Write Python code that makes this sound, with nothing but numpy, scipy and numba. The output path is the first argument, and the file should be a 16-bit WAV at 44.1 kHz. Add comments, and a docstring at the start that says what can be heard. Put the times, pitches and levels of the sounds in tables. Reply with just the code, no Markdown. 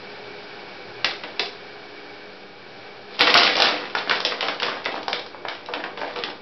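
"""A small hard room with a wooden floor: a cat dives into a stiff paper bag and turns about inside.
Before the jump come three sharp snaps of something unseen. Each crease or snap is a damped wavelet with a noise
burst and a resonant thump; rustle is a dense train of tiny wavelets with sliding noise and a resonant boom.
The drone of an appliance is coloured noise with wavering tones. The room adds a diffuse tail to the paper and snaps;
a compact camera with a narrow band clips the loudest peaks."""
import sys
import numpy as np
from scipy import signal
from scipy.fft import rfft, irfft
from scipy.io import wavfile
from scipy.ndimage import uniform_filter1d
from numba import njit

SR = 44100
rng = np.random.default_rng(int(sys.argv[2]) if len(sys.argv) > 2 else 0)


def store_pcm(level_fs):
    """Save levels as 16-bit WAV."""
    pcm = np.round(np.clip(level_fs, -1, 1) * 32767).astype(np.int16)
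    wavfile.write(sys.argv[1], SR, np.atleast_2d(pcm).T)


def gain_from_db(level_db):
    """Turn a decibel level (scalar or array-like) into a linear amplitude factor."""
    decades = np.asarray(level_db, float) / 20
    return 10 ** decades


N = 283048
T = np.arange(N) / SR  # time [s]

# creases that buckle: t/s, level/dB, f/Hz of the snap, boom level/dB and fizz level/dB beside the burst
CREASES = [(3.193, -16, 2550, -25, 5), (3.208, 0, 2250, -10.5, -28), (3.271, -3.5, 2270, -10, -15),
           (3.278, -6, 1510, -15.5, -8), (3.296, -12, 1850, -2, -8), (3.341, -0.5, 2880, -20, -4.5),
           (3.352, -2, 950, -25, -15), (3.375, 0.5, 5000, -27, -4), (3.386, -10, 4500, -29, 2),
           (3.421, -17.5, 2870, -35, -24), (3.433, -5.5, 2280, -8, 2), (3.555, -11, 2740, -6, -10),
           (3.601, -7.5, 802, -10, 4.5), (3.621, -2, 2150, -21, 3.5), (3.657, -7.5, 2240, -22, -16),
           (3.904, -34, 1580, -6, -14), (3.951, -6.5, 1420, -28, -8), (3.970, -15.5, 961, -16.5, -5.5),
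           (4.074, -19.5, 988, -4.5, -17), (4.096, -9.5, 3510, -25.5, -16), (4.111, -5.5, 1620, -24, -17),
           (4.155, -18, 2410, -13, -13), (4.203, -16.5, 950, -26, 4.5), (4.250, -1.5, 4800, -14.5, -19.5),
           (4.261, -24, 4940, -11, -16), (4.321, -12, 1490, -6.5, -25.5), (4.408, -12, 2690, -10, -9),
           (4.429, -16.5, 880, -4, -5), (4.484, -10, 1950, -8.5, -11), (4.600, -14.5, 3000, -13, -29),
           (4.622, -14, 1430, -20, -1), (4.630, -10, 2800, -24, -15), (4.684, -14, 1130, -18, -15),
           (4.769, -21.5, 815, -17, -17), (4.844, -25, 4000, -28, -15), (4.853, -16.5, 4180, -28, -17),
           (4.859, -10.5, 1980, -8, -31), (4.942, -18, 840, -5, -19), (5.030, -22, 5260, -25, -15),
           (5.081, -12.5, 850, -25, 0), (5.130, -8, 2680, -19, -22), (5.263, -30, 880, -7, 3),
           (5.346, -26.5, 960, -1.5, -21), (5.451, -16.5, 930, -11.5, -28), (5.484, -14.5, 2000, -20, -12),
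           (5.661, -27, 4230, -19, -5), (5.687, -22, 886, -2, -11), (5.737, -11.5, 1860, -10, -25),
           (5.751, -21, 1900, 1.5, -27), (5.839, -15.5, 1630, -6.5, -15), (5.974, -23, 1600, -1.5, -23),
           (6.015, -16.5, 1410, -2.5, -10), (6.033, -19, 700, -3, -24), (6.161, -18, 1960, -7, -20),
           (6.237, -11, 2700, -37, -26), (6.286, -24, 750, -2, -21.5)]
# snaps of something unseen: t/s, level/dB, f/Hz, boom level/dB, fizz level/dB
SNAPS = [(1.045, -3, 2320, -15.5, -5), (1.236, -18.5, 2340, -3, -44), (1.395, -4, 3450, -13, -23)]
# resonances of the air and walls of the bag: f/Hz, width/Hz, level/dB
BAG_MODES = [(316, 68, -0.5), (389, 36, -1), (490.5, 33.5, 10.5), (582, 92, 5), (880, 340, 3),
             (1130, 150, -28.5)]
# resonances of whatever snaps: f/Hz, width/Hz, level/dB
SNAP_MODES = [(305, 230, -5.5), (700, 740, 1)]
# moves of the cat, each a rustle that swells and fades: # t/s lying 7 ms before the peak, where the swell ends;
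# peak level/dB, swell/s, fade/(dB/s), tightness/dB
MOVES = [(3.14, -38.5, 0.18, 14, 6), (3.194, -12, 0.017, 140, 5.5), (3.275, -17.5, .01, 148, 8),
         (3.34, -8, .01, 160, 3.5), (3.44, -17.5, .1, 101.5, 7), (3.56, -18, .02, 68, 6.5),
         (3.62, -19, .06, 86, -1.5), (3.971, -24.5, .02, 307, 8.5), (4.108, -16.5, 0.09, 304, 3.5),
         (4.26, -28.5, .02, 121, 6), (4.42, -24, 0.046, 152, 6.5), (4.489, -26.5, 0.059, 268, -2),
         (4.629, -18.5, .03, 202, 2.5), (4.69, -24.5, 0.059, 136, 2.5), (4.86, -28, 0.041, 200, -6),
         (4.95, -26, .04, 193, -0.5), (5.091, -30.5, 0.018, 501, 5), (5.129, -26.5, 0.018, 207, -6.5),
         (5.48, -29, .03, 148, 3.5), (5.70, -40, 0.055, 296, -13), (5.741, -33, 0.016, 157, -15),
         (5.84, -33, 0.028, 197, -10), (5.971, -28.5, .015, 108, -2), (6.06, -33.5, .1, 54, 2),
         (6.17, -24, 0.051, 400, -5), (6.241, -33, 0.017, 200, -10)]
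# hiss of the drone, sinking slowly with one dip: t/s, level/dB
HISS_LEVEL = [(0, -37.5), (.9, -38), (2.3, -40.5), (2.55, -43), (2.8, -39.5), (3.1, -41.5), (5.35, -44),
              (6.42, -46)]
# spectrum of the drone's noise: f/Hz, spectral level/dB
DRONE_COLOUR = [(20, -37.5), (60, -25), (85, -22.5), (112, -12), (145, -15.5), (192, -9), (233, -14),
                (350, -10.5), (407, -9), (626, -12.5), (776, -10.5), (1030, -17), (2330, -23.5),
                (4500, -22.5), (6500, -27.5)]
# resonances of the appliance's housing: f/Hz, width/Hz, level/dB
HOUSING_MODES = [(405, 25, 3), (802, 51, -6.5), (1580, 350, -7), (2261, 74, -3)]
# motor lines: f/Hz, level/dB
MOTOR_LINES = [(118.4, -66), (199.2, -62), (296.1, -58), (355.3, -59), (414.5, -52), (495.3, -55.5),
               (597.5, -59), (710.6, -67), (796.7, -59.5)]
# diffuse tail of the room by band: f/Hz, t60/s, build-up/s, level/dB
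ROOM_BANDS = [(274, 0.58, 0.0073, 2.5), (603, 0.38, 0.009, 5), (1380, 0.4, 0.007, -1),
              (2400, 0.3, 0.001, 2), (4830, 0.36, 0.0052, 1)]
# roll-off at the top of the camera's band: f/Hz, level/dB
CAMERA_EDGE = [(4900, 0), (5400, -2.5), (5800, -12), (6200, -30.5), (6450, -77.5)]


def band(x, lo_hz, hi_hz, order=2):
    """Band-pass filtering: a Butterworth filter passes one range of frequencies."""
    return signal.sosfilt(signal.butter(order, [lo_hz, min(hi_hz, .45 * SR)], "band", fs=SR, output="sos"), x)


def unit(x):
    """Normalisation: a signal divided by its rms has unit mean power."""
    return x / np.sqrt(np.mean(x ** 2))


def even(x):
    """Whitening: the phases stay and all magnitudes become alike, so a short burst holds every pitch equally."""
    f = rfft(x)
    return irfft(f / (np.abs(f) + 1e-9), len(x))


def ring(x, modes):
    """Modal superposition: a body responds with the sum of its resonances."""
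    return sum(gain_from_db(db) * band(x, hz - width / 2, hz + width / 2, order=1) for hz, width, db in modes)


def walk(rate):
    """Random fluctuation: twice-smoothed noise steps wander slowly with unit rms."""
    hold = int(SR / rate)
    steps = np.repeat(rng.standard_normal(N // hold + 1), hold)
    return unit(uniform_filter1d(uniform_filter1d(steps, hold), hold)[:N])


@njit
def grains(out_len, start, turn, cycles, size):
    """Free damped oscillation: each wavelet turns `turn` rad a sample and fades by e in `cycles` turns."""
    out = np.zeros(out_len)
    for k in range(len(start)):
        pole = np.exp(1j * turn[k] - turn[k] / (2 * np.pi * cycles[k]))
        z, i = 1. + 0j, start[k]
        while abs(z) > .003 and i < out_len:
            out[i] += size[k] * z.imag
            z, i = z * pole, i + 1
    return out


def cracks(table, body, cycles, ms, fuzz_db=-0.5, boom_db=0.5, fizz_db=0.0, rise=0.21):
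    """Impulsive release: a wavelet, a splintering burst round its pitch, a treble fizz and a body thump."""
    s, db, hz, low_db, high_db = np.transpose(table)
    at = (s * SR).astype(int)
    out = grains(N, at, 2 * np.pi * hz / SR, cycles + 0 * s, gain_from_db(db))
    push, t = np.zeros(N), T[:3000]
    chance = rng.standard_normal((len(s), 2, len(t)))
    for k in range(len(s)):
        # long folds sound low and take longer to let go; `ms` is the decay time at 2 kHz
        u = t / (ms / 1000 * (2000 / hz[k]) ** 0.16)
        shape = (1 - np.exp(-u / rise)) * np.exp(-u)
        burst_rms = gain_from_db(db[k]) * np.sqrt(np.mean(shape ** 2))
        splinter = even(shape * chance[k, 0])
        fuzz = unit(band(splinter, hz[k] * 0.5, hz[k] * 1.79))
        fizz = gain_from_db(fizz_db + high_db[k]) * unit(band(splinter, 2500.0, 6300.0))
        thump = unit(u * np.exp(-u / 2.17) * band(chance[k, 1], 320.0, 1200., order=1))
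        span, room_left = slice(at[k], at[k] + len(t)), N - at[k]
        out[span] += (gain_from_db(fuzz_db) * burst_rms * (fuzz + fizz))[:room_left]
        push[span] += (gain_from_db(low_db[k]) * burst_rms * thump)[:room_left]
    return out + gain_from_db(boom_db) * ring(push, body)


def moves(per_tight):
    """Power summation: the moves' envelopes add in power, each raised `per_tight` dB per dB of tightness."""
    lag_s, swell_db = .007, 30  # a move climbs 30 dB during its swell
    power, t = 1e-12, T[::16]
    for s, db, swell_s, fade_db, tight_db in MOVES:
        since = t - lag_s - s
        below_db = np.where(since < 0, -swell_db * since / max(swell_s, .002), fade_db * since)
        power = power + gain_from_db(db + per_tight * tight_db - below_db) ** 2
    return np.interp(T, t, np.sqrt(power))


def rustle(per_s=2200, scatter_db=4.0, cycles=1.4, level_db=-7.5, slide_db=-18.5):
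    """Granular emission: tiny folds of many sizes, a booming bag and its bottom sliding on the boards."""
    when, pitch, big, sign = rng.random((int(per_s * N / SR), 4)).T
    size = gain_from_db(-scatter_db * np.log(big + 0.0026)) * np.sign(sign - .5)
    hz = 700 * 9. ** pitch
    at = (when * N).astype(int)
    folds = unit(grains(N, at, 2 * np.pi * hz / SR, cycles + 0 * hz, size * np.sqrt(hz)))
    knocks = np.zeros(N)
    np.add.at(knocks, at, size)
    scrape = unit(band(rng.standard_normal(N), 600., 8500.0, order=1))
    sheet = folds + gain_from_db(slide_db + 2.4 * walk(22)) * scrape
    # tight fresh creases are brighter than loose ones
    f = np.fft.rfftfreq(N, 1 / SR)
    treble = irfft(rfft(sheet) / (1 + (1440.0 / (f + 1)) ** 4), N)
    boom = gain_from_db(-4.5) * unit(ring(knocks, BAG_MODES))
    # slack paper booms more
    return gain_from_db(level_db) * (moves(0) * (sheet - treble) + moves(1) * treble + moves(-0.7) * boom)


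def room(x, count=3, turn_s=.25):
    """Diffuse reverberation: each band of a tail builds up and decays; the sound is shared among several
    tails whose signed shares keep turning at a steady rate, so the tail's colour varies."""
    t, out = T[:int(.6 * SR)], x
    for k in range(count):
        tail = 0
        for hz, t60, build_s, db in ROOM_BANDS:
            noise = unit(band(rng.standard_normal(len(t)), hz / 1.526, hz * 1.57))
            envelope = 1000 ** (-t / t60) * (1 - np.exp(-(t / build_s) ** 3))
            tail = tail + gain_from_db(db) * np.sqrt(hz) * noise * envelope
        tail = tail / np.sqrt(np.sum(tail ** 2))
        share = np.sqrt(2 / count) * np.cos(np.pi * (T / turn_s + k / count))
        out = out + gain_from_db(-6) * signal.fftconvolve(x * share, tail)[:N]
    return out


def drone(peaks_db=-3.5, waver_db=4.0, split_hz=550.0, low_db=-44.5):
    """Steady machine sound: fan noise with housing resonances, and motor lines that waver in the room."""
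    s, hiss_db = np.transpose(HISS_LEVEL)
    hz, db = np.transpose(DRONE_COLOUR)
    f = np.fft.rfftfreq(N, 1 / SR) + 1
    colour = gain_from_db(np.interp(np.log(f), np.log(hz), db))
    air = unit(irfft(rfft(rng.standard_normal(N)) * colour, N))
    housing = unit(ring(rng.standard_normal(N), HOUSING_MODES))
    air = air + gain_from_db(peaks_db + 0.55 * walk(17)) * housing
    low = irfft(rfft(air) / (1 + (f / split_hz) ** 2), N)
    rumble = gain_from_db(low_db + 1.3 * walk(2.4)) * low
    hiss = gain_from_db(np.interp(T, s, hiss_db) + 0.21 * walk(8.6)) * (air - low)
    lines = 0
    for line_hz, line_db in MOTOR_LINES:
        phase = 2 * np.pi * line_hz * T + 1.79 * walk(4)
        lines = lines + gain_from_db(line_db + waver_db * walk(4.4)) * np.sin(phase)
    return rumble + hiss + np.sqrt(2) * lines


def scene():
    """Superposition: bag and snaps in the room, over the drone; thin paper radiates no deep bass."""
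    creases = cracks(CREASES, BAG_MODES, cycles=1.6, ms=2.16)
    snaps = cracks(SNAPS, SNAP_MODES, cycles=1.5, ms=2.64, fuzz_db=-0.5, boom_db=5.5, fizz_db=3.0, rise=0.45)
    paper = creases + snaps + rustle()
    paper = signal.sosfilt(signal.butter(2, 160., "high", fs=SR, output="sos"), paper)
    return (room(paper) + drone())[None]


def roll_off(x):
    """The treble ends steeply here."""
    return signal.sosfilt(signal.butter(12, 15800, fs=SR, output="sos"), x)


def record(dry):
    """Nonlinear transduction: the camera bends loud peaks lopsidedly, narrows the band, shifts zero and clips."""
    clip, offset = .74, -.0028  # of full scale
    x = 0.88 * np.tanh(dry / 0.95)
    x = x + 0.012 * x ** 2
    hz, db = np.transpose(CAMERA_EDGE)
    x = irfft(rfft(x) * gain_from_db(np.interp(np.fft.rfftfreq(N, 1 / SR), hz, db)), N)
    mix = np.clip(x + offset, -clip, clip)
    return roll_off(mix)


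dry = scene()
out = record(dry)
store_pcm(out)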